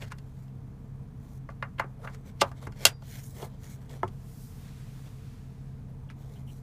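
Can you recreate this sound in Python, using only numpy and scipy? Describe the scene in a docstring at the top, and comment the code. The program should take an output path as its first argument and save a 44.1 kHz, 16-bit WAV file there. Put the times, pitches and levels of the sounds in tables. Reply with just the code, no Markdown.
"""Inside a car at idle, heard through a phone microphone with gain control: hands busy at the centre console.
First a plastic plug is worked in its socket: knocks and snaps ring panels and a spring, fingers scrape between.
From 3.3 s the hand is on a sliding cover and tray; from 4 s a sleeve brushes by; after 6 s a fingertip squeaks.
Blows are shaped noise bursts with damped modes; rubbing, sleeve and squeaks are coloured noise.
Under it all lies the engine: steady low tones, boom and far hiss. The small padded cabin answers only the blows."""
import sys
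import numpy as np
from scipy import signal
from scipy.fft import rfft, irfft, next_fast_len
from scipy.io import wavfile
from scipy.ndimage import uniform_filter1d, minimum_filter1d, map_coordinates

SR = 44100
rng = np.random.default_rng(int(sys.argv[2]) if len(sys.argv) > 2 else 0)


def master_out(mix):
    """Clip the mix to full scale and print it as 16-bit PCM to the path in sys.argv[1]."""
    frames = np.transpose(np.atleast_2d(mix))
    ceiling = np.clip(frames, -1, 1)
    pcm = np.round(ceiling * 32767).astype(np.int16)
    wavfile.write(sys.argv[1], SR, pcm)


N = 292205

# blows on the plastic, levels relative: start_s, knock_hz, knock_db, thud_db, snap_db,
# scrape_ms (growth time of the lead-in), chatter_ms (until 20 dB down), place (on the part, as a fraction)
CONTACTS = [(.022, 1940, -34.5, -24, -77, 6, 13, .338), (0.041, 1800, -39, -53, -61, 3, 5, 0.3),
            (.121, 1320, -29, -46, -44.5, 6.8, 10, 0.3), (.186, 2550, -48.5, -42, -50, 3, 6, .28),
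            (.482, 3300, -60, -60, -77, 1, 4, .3), (1.49, 935, -30.5, -42, -63, .34, 8, 0.25),
            (1.502, 1310, -48, -57, -65, 2, 26, .28), (1.626, 1300, -19.5, -40, -51.5, .37, 10.5, 0.25),
            (1.785, 1620, -34, -31, -58, 2.2, 22, .28), (1.797, 1174, -12.5, -28, -37, .34, 9.5, 0.17),
            (1.841, 1090, -35.5, -29, -72, .3, 18, 0.21), (2.048, 870, -25, -42, -52, 11, 16, .223),
            (2.073, 1300, -28.5, -74, -63, .3, 15, 0.23), (2.098, 990, -42, -56, -63, 3, 11, 0.41),
            (2.146, 1280, -45.5, -58, -51.5, 10, 15, .277), (2.415, 3084, -13, -39, -24.5, 3.8, 12.5, .3),
            (2.417, 760, -3, -19.5, -43, 1, 5, 0.51), (2.421, 800, -24.5, -20.5, -40, .5, -2, 0.44),
            (2.516, 1020, -38, -47, -57.5, .5, 11, 0.38), (2.627, 800, -36.5, -55, -51, 8.6, 6, 0.23),
            (2.67, 1110, -30.5, -26, -51.5, 1.1, 13, 0.37), (2.723, 1500, -47, -45, -51.5, .3, 4.5, 0.33),
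            (2.853, 850, -11, -19, 1.5, .05, 6, .22), (2.867, 1980, -23, -33.5, -20, 3, 14.5, .3),
            (3.023, 750, -40.5, -48, -51, .3, -2, 0.34), (3.366, 663, -52.5, -41, -51, 1, -7, 0.18),
            (3.427, 589, -31, -34, -37.5, 4.2, 0.5, 0.18), (3.895, 4200, -56.5, -73.5, -54, .3, 11, .09),
            (4.032, 910, -19, -27.5, -43, .22, 2, 0.016), (4.043, 900, -76, -29, -66, 1.2, 16, 0.15),
            (4.079, 2600, -52.5, -41, -54.5, .57, 16, .1), (6.101, 1605, -45, -66, -60, .3, 30, 0.14)]
# frequencies where a blow's colour is read: pitch_hz
COLOUR_POINTS_HZ = [350, 660, 1250, 2100, 3200, 5600, 11000]
# modes of the console panels and socket: pitch_hz, relative_level_db, t60_s
CONSOLE_MODES = [(270, -2, .09), (371, -3, .07), (435, 0, .07), (558, 0, .08), (670, 0, .06), (858, 0, .06),
                 (1032, 0, .05), (1160, 0, .05), (1425, 0, .06), (1565, 0, .05), (1690, -2, .04),
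                 (2075, 0, .05), (2780, 1, .06), (3200, -1, .035), (4400, 2, .045), (5060, 2, .04),
                 (6200, -3, .02), (6780, -2, .025), (7360, -3, .02)]
# modes of the sliding cover and tray: pitch_hz, relative_level_db, t60_s
COVER_MODES = [(265, -8, .07), (373, 0, .08), (480, -10, .05), (680, -3, .045), (893, 0, .05),
               (1030, -4, .04), (1310, -3, .05), (1680, -4, .03), (2100, -3, .03), (2900, -2, .03),
               (3340, -3, .04)]
# modes of the small steel spring: pitch_hz, relative_level_db, t60_s
SPRING_MODES = [(3741, -9, .26), (4215, -9, .18), (4797, 0, .3), (4812, -7, .3), (5550, -13, .3),
                (8554, -10, .14)]
# the car's body, pushed by firm blows: pitch_hz, relative_level_db, t60_s
BODY_MODES = [(103, 7.5, .2), (187, 0.5, .12)]
# how fast the cabin's answer dies away: pitch_hz, t60_s
CABIN_DECAY = [(200, 0.076), (1000, 0.15), (4000, .07), (12000, 0.082)]
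# finger strokes on plastic, before the surface colours them:
# peak_s, rise_s, fall_s, rumble_db (panel), scrape_db, hiss_db
STROKES = [(.026, 0.027, 0.038, -46.5, -52, -58.5), (.08, 0.028, 0.021, -64, -61.5, -68),
           (.4, 0.3, 0.1, -68, -77, -72.5), (1.27, 0.11, 0.11, -77, -72, -70.5),
           (1.37, 0.076, 0.026, -74, -73, -65.5), (2.03, 0.056, 0.18, -54, -66, -67),
           (2.144, 0.05, 0.028, -60, -62.5, -75), (2.288, 0.046, 0.031, -56, -59.5, -64),
           (2.47, 0.11, 0.054, -72, -62, -67), (2.575, 0.025, 0.048, -59, -62.5, -71),
           (2.64, 0.041, 0.037, -54, -58.5, -62), (2.842, 0.08, 0.036, -48.5, -46, -52.5),
           (2.93, 0.039, 0.01, -55.5, -63.5, -85), (3.05, 0.032, 0.038, -72, -57.5, -60),
           (3.17, 0.12, 0.064, -54.5, -50.5, -49.5), (3.25, .06, 0.097, -66.5, -63, -54),
           (3.38, 0.073, 0.074, -54, -61, -56), (3.434, 0.06, 0.053, -41, -53.5, -52.5),
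           (3.56, 0.16, 0.047, -59, -68, -73.5), (3.65, 0.059, 0.095, -58, -60.5, -60),
           (3.722, 0.065, 0.062, -64, -62, -58), (3.82, 0.082, .08, -61.5, -69, -72),
           (3.92, .025, .04, -55, -55, -63), (3.956, 0.11, 0.079, -54, -59.5, -63.5),
           (4.68, .06, .06, -64, -64, -75), (5.07, .025, 0.033, -60, -60.5, -80),
           (6.232, 0.081, .1, -63, -68, -69), (6.34, 0.082, 0.14, -64, -68, -68),
           (6.51, 0.061, 0.12, -74, -67, -64)]
# the hand never lies quite still, same stage as the strokes: level_db of rumble, scrape, hiss
RESTING_DB = [-65.5, -83.5, -79]
# colours of rumble, scrape and hiss, one list each: pitch_hz, relative_level_db (per Hz)
RUB_COLOURS = [
    [(200, -25.5), (450, 0.5), (900, -7.5), (1800, -21.5)],
    [(700, -30), (1500, -2), (2150, 0.5), (2700, -9), (3400, -1.5), (4500, -5.5), (5300, -10),
     (8000, -10.5)],
    [(3500, -15.5), (6200, -0.5), (7500, -3), (9000, -2.5), (11000, -3), (15500, -2.5)],
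]
# the textured plastic's resonances under a finger: pitch_hz, width_hz (widened in use), relative_level_db
SURFACE = [(2340, 170, -3), (3130, 46, 1), (5100, 51, -8.5), (5900, 40, -2), (6830, 45, 0),
           (7870, 38, -7.5), (9000, 86, -1), (10200, 160, -9.5)]
# a fingertip on the tray's handle: start_s, length_s, pitch_hz, width_hz, level_db (rms at mid-burst)
SQUEAKS = [(6.089, 0.0091, 3020, 301, -58), (6.347, 0.042, 3060, 252, -67),
           (6.469, 0.048, 2940, 300, -60.5)]
# the sleeve brushing by as the arm moves: time_s, rustle_db, swish_db (rms, before wavering)
SLEEVE = [(4.04, -82, -81), (4.12, -72, -75), (4.299, -68.5, -64), (4.44, -70, -59.5), (4.6, -64, -66.5),
          (4.77, -63, -70.5), (5.05, -64.5, -67.5), (5.3, -65.5, -75), (5.502, -69.5, -82),
          (6.09, -82.5, -100)]
# cloth colours of rustle and swish, one list each: pitch_hz, relative_level_db (per Hz)
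CLOTH_COLOURS = [
    [(600, -6.5), (1500, 0.5), (2500, -1), (6500, -6), (10000, -11), (15500, -19)],
    [(2500, -12.5), (5000, -1), (9000, -1.5), (15500, -1)],
]
# steady low engine tones: pitch_hz
TONES_HZ = [33.2, 132.8, 149.4, 166.3, 199.2, 246]
# rms of those tones before wavering: level_db
TONES_DB = [-48.5, -46.5, -61.5, -60, -59.5, -63.5]
# colour of the body boom: pitch_hz, relative_level_db (per Hz)
BOOM = [(14, -35), (24, -8.5), (81, -2), (118, -2), (136, -2), (156, -8.5), (180, -10.5), (231, -11.5),
        (335, -24.5), (380, -29), (451, -18.5), (544, -41), (677, -30), (816, -48.5), (1000, -35.5),
        (1300, -61.5), (2200, -120)]
# colour of the far hiss: pitch_hz, relative_level_db (per Hz)
HISS = [(410, -38), (700, -4), (1190, -7.5), (1300, -9.5), (1520, -11.5), (2310, -16.5), (2490, -17),
        (2770, -20.5), (15500, -32.5)]

COVER_FROM_S = 3.3  # later blows ring the cover and tray
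THUD_HZ, SNAP_HZ = 350, 5000  # where the finger's weight and the hard edge sound
KNOCK_FALL_DB, THUD_FALL_DB, SNAP_FALL_DB = 8, 19, 5  # loss one octave off the centre
STEEPENS = 2.8  # the loss grows with this power of the octaves
AIR_LOSS_DB = 7.5  # TOP_HZ lies this far under the highest colour point
CONSOLE_RING_DB, COVER_RING_DB, TAIL_DB = -3.5, 5.5, -3  # modes and cabin over the blow's colour
SOFT_LOSS_DB = 1.5  # ring and tail lost per doubling of (1 + scrape_ms)
EDGE_DB = 16.5  # a stroke's loss one rise before or one fall after its peak
BOOM_DB, HISS_DB = -45, -67.5  # rms
TOP_HZ = 15500  # top of the microphone's band


def contacts():
    """A scrape grows into a blow, then chatter; the blow rings part, body and cabin, bright snaps the spring."""
    out, lead, size = np.zeros(N + SR), 2048, 16384  # samples
    t = np.arange(size // 2) / SR
    hz = np.fft.rfftfreq(size, 1 / SR)
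    spring = ring(SPRING_MODES, np.arange(size - lead) / SR, np.zeros(len(SPRING_MODES)))
    for s, knock_hz, knock_db, thud_db, snap_db, scrape_ms, chatter_ms, place in CONTACTS:
        colour = colour_of(knock_hz, knock_db, thud_db, snap_db)
        clack = causal(along(colour, hz) + 5 - 0.8 * np.log2(hz / 1000 + 0.058))
        clack *= .45 + .55 * 1j * hz / (1j * hz + 1500)  # lower down the modes carry the sound
        force = contact_force(t - lead / SR, scrape_ms, chatter_ms)
        sound = irfft(rfft(force, size) * clack, size)

        soft_db = SOFT_LOSS_DB * np.log2(1 + max(scrape_ms, 0))  # a slow landing damps the part
        on_cover = s > COVER_FROM_S
        part = np.array(COVER_MODES if on_cover else CONSOLE_MODES)
        ring_db = COVER_RING_DB if on_cover else CONSOLE_RING_DB
        # modes with a node at the blow stay weak
        motion = np.abs(np.cos(np.pi * place * np.arange(1, len(part) + 1)))
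        mode_db = along(colour, part[:, 0]) + 20 * np.log10(0.17 + 0.4 * motion) + ring_db - soft_db
        panels = ring(part, t, mode_db) * (1 - np.exp(-t / 0.0004))
        body = ring(BODY_MODES, t, np.full(len(BODY_MODES), thud_db - 13)) * (1 - np.exp(-t / 0.012))
        tail_colour = [(f, db - 2.09 * np.log2(f / 2500) + TAIL_DB - soft_db) for f, db in colour]

        sound[lead:lead + len(t)] += panels + body + cabin(tail_colour, t)
        sound[lead:] += spring * amp(1.3 * snap_db - 45.5)
        start = round(s * SR) + SR // 4 - lead - 30  # the part moves 30 samples before start_s
        out[start:start + size] += sound
    return out[SR // 4:SR // 4 + N]


def contact_force(u, scrape_ms, chatter_ms):
    """Noise force around a blow at u = 0 s: a growing scrape, the blow, a fading string of tiny impacts."""
    before = amp(-5.5) * np.exp(np.minimum(u, 0) * 1000 / max(scrape_ms, .03))
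    after = amp(-20 * (np.maximum(u, 0) * 1000 / max(chatter_ms, .2)) ** 1.3)
    impacts = amp(3 * np.repeat(rng.standard_normal(len(u) // 32), 32))
    return np.where(u < 0, before, after) * impacts * rng.standard_normal(len(u))


def colour_of(knock_hz, knock_db, thud_db, snap_db):
    """Thud, knock and snap add as three humps of power; small parts radiate no bass."""
    points_hz = np.array(COLOUR_POINTS_HZ)

    def hump(hz, db, fall_db):
        octaves = np.abs(np.log2(points_hz / hz))
        return amp(db - fall_db * octaves ** STEEPENS) ** 2

    power = hump(THUD_HZ, thud_db, THUD_FALL_DB)
    power += hump(knock_hz, knock_db, KNOCK_FALL_DB)
    power += hump(SNAP_HZ, snap_db, SNAP_FALL_DB)
    level_db = 10 * np.log10(power)
    return [(100, thud_db - 34.5), *zip(points_hz, level_db), (TOP_HZ, level_db[-1] - AIR_LOSS_DB)]


def cabin(colour, t):
    """The padded cabin answers with noise of the given colour, each frequency dying at its own speed."""
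    hz, frames, z = signal.stft(rng.standard_normal(len(t)), SR, nperseg=256, noverlap=192)
    gain_db = along(colour, hz)[:, None] - 60 * frames / along(CABIN_DECAY, hz)[:, None]
    tail = signal.istft(z * amp(gain_db), SR, nperseg=256, noverlap=192)[1][:len(t)]
    return tail * (1 - np.exp(-t / 0.0071))  # builds up over about 7 ms


def rubbing():
    """Stick-slip noise, uneven over milliseconds, coloured by panel, plastic surface and air."""
    grip_db = 1.4 * wobble(51) + 1.9 * wobble(430)
    rub = sum(gain * unit(amp(grip_db) * noise(colour)) for gain, colour in zip(rub_levels(), RUB_COLOURS))
    hz, _, z = signal.stft(rub, SR, nperseg=512)
    peaks = sum(amp(db) / (1 + ((hz - c) / (w + 100)) ** 2) for c, w, db in SURFACE)
    # the rubbing's colour drifts in random patches, smoothed over 5 bins and 14 frames
    patches = uniform_filter1d(rng.standard_normal(z.shape), 5, 0)
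    patches = uniform_filter1d(patches, 14, 1)
    z = z * amp(2.2 * unit(patches) - 3) * (1 + 0.25 * peaks)[:, None]
    return signal.istft(z, SR, nperseg=512)[1][:N]


def rub_levels():
    """Gain over time of rumble, scrape and hiss: resting hand and strokes add as powers."""
    t = np.arange(0, N + 64, 64) / SR
    s, rise, fall, *peaks_db = np.transpose(STROKES)[:, :, None]
    edge_s = np.maximum(np.where(t < s, rise, fall), .004)
    shape_db = -EDGE_DB * ((t - s) / edge_s) ** 2
    gains = []
    for peak_db, rest_db in zip(peaks_db, RESTING_DB):
        power = np.sum(amp(peak_db + shape_db) ** 2, axis=0) + amp(rest_db) ** 2
        gains.append(np.interp(np.arange(N) / SR, t, np.sqrt(power)))
    return gains


def squeaks():
    """Short stick-slip bursts: noise in one narrow resonance, swelling and fading."""
    t = np.arange(N) / SR
    out = np.zeros(N)
    for s, length, hz, width, db in SQUEAKS:
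        swell = np.sin(np.pi * np.clip((t - s) / length, 0, 1))
        resonance = [(hz - 3 * width, -30), (hz - width / 2, -3), (hz, 0),
                     (hz + width / 2, -3), (hz + 3 * width, -30)]
        out += amp(db) * swell * noise(resonance)
    return out


def sleeve():
    """Cloth on cloth: a smooth rustle and a brighter swish, each wavering a little."""
    t = np.arange(N) / SR
    s, *levels = np.transpose(SLEEVE)
    return sum(amp(np.interp(t, s, db, -120, -120) + 0.71 * wobble(14)) * noise(colour)
               for db, colour in zip(levels, CLOTH_COLOURS))


def engine():
    """Idling tones share one slightly unsteady crank speed; body boom and far hiss lie under them."""
    turn = np.cumsum(1 + .004 * wobble(2)) / SR  # s, stretched by the unsteady crank
    tones = np.zeros(N)
    for hz, db in zip(TONES_HZ, TONES_DB):
        level = np.sqrt(2) * amp(db + 1.2 * wobble(5.7))
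        tones += level * np.sin(2 * np.pi * (hz * turn + rng.random()))
    return tones + amp(BOOM_DB) * noise(BOOM) + amp(HISS_DB) * noise(HISS)


def ring(modes, t, gain_db):
    """Damped sines as a struck part's modes; neighbours start in opposite directions."""
    hz, db, t60 = np.transpose(modes)[:, :, None]
    phase = np.pi * np.arange(len(hz))[:, None]
    level = amp(db + gain_db[:, None] - 60 * t / t60)
    return np.sum(level * np.sin(2 * np.pi * hz * t + phase), axis=0)


def causal(db):
    """The minimum-phase response with these dB gains on an FFT grid."""
    cepstrum = irfft(db * np.log(10) / 20)
    half = len(cepstrum) // 2
    cepstrum[1:half] *= 2
    cepstrum[half + 1:] = 0
    return np.exp(rfft(cepstrum))


def noise(colour):
    """Noise of rms 1 with the given colour, falling steeply outside it."""
    m = next_fast_len(N + 8192)
    closed = [(colour[0][0] * .6, -120), *colour, (colour[-1][0] * 1.5, -120)]
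    gain = amp(along(closed, np.fft.rfftfreq(m, 1 / SR)))
    return unit(irfft(rfft(rng.standard_normal(m)) * gain, m)[:N])


def wobble(rate):
    """A smooth random curve, rate knots a second."""
    knots = rng.standard_normal(int(N * rate / SR) + 4)
    return map_coordinates(knots, [np.arange(N) * rate / SR])


def along(points, hz):
    """Values between (Hz, value) points on a log frequency axis."""
    f, v = np.transpose(points)
    return np.interp(np.log(hz + 1), np.log(f + 1), v)


def amp(db):
    """Decibels to linear gain."""
    return 10 ** (np.asarray(db) / 20)


def unit(x):
    """Scale to rms 1."""
    return x / np.sqrt(np.mean(x ** 2) + 1e-20)


def scene():
    """Hands on the console in front, the engine behind; one channel."""
    return (contacts() + rubbing() + squeaks() + sleeve() + engine())[None]


def gain_control(dry):
    """Duck by 0.4 dB for each dB a peak passes -3 dB, then recover with a 0.2 s time constant."""
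    step = 441  # samples, 10 ms
    over_db = np.maximum(20 * np.log10(np.abs(dry[0]) + 1e-9) + 3, 0)
    held_db = -minimum_filter1d(-over_db, size=step)  # running maximum
    coarse = held_db[::step]
    release = np.exp(-np.arange(0, SR, step) / (.2 * SR))
    # each step takes the strongest earlier peak, weakened by its age
    duck_db = np.max([np.pad(coarse, (i + 1, 0))[:len(coarse)] * g for i, g in enumerate(release)], axis=0)
    return dry * amp(-.4 * np.interp(np.arange(N), np.arange(len(coarse)) * step, duck_db))


def saturate(x):
    """The input stage rounds off peaks towards 0.95."""
    return x / (1 + np.abs(x / .95) ** 4) ** (1 / 4)


def microphone_band(x):
    """The microphone's 30 Hz high-pass and a steep loss around the top of its band."""
    m = next_fast_len(N + 8192)
    hz = np.fft.rfftfreq(m, 1 / SR)
    bass_cut = (1j * hz / (1j * hz + 30)) ** 2
    over = np.clip((hz - TOP_HZ + 500) / 1500, 0, 1)
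    return irfft(rfft(x, m) * bass_cut * amp(-90 * over ** 1.5), m)[:, :N]


def record(dry):
    """The phone: gain control, then input saturation, then the band limit."""
    return microphone_band(saturate(gain_control(dry)))


dry = scene()
out = record(dry)
master_out(out)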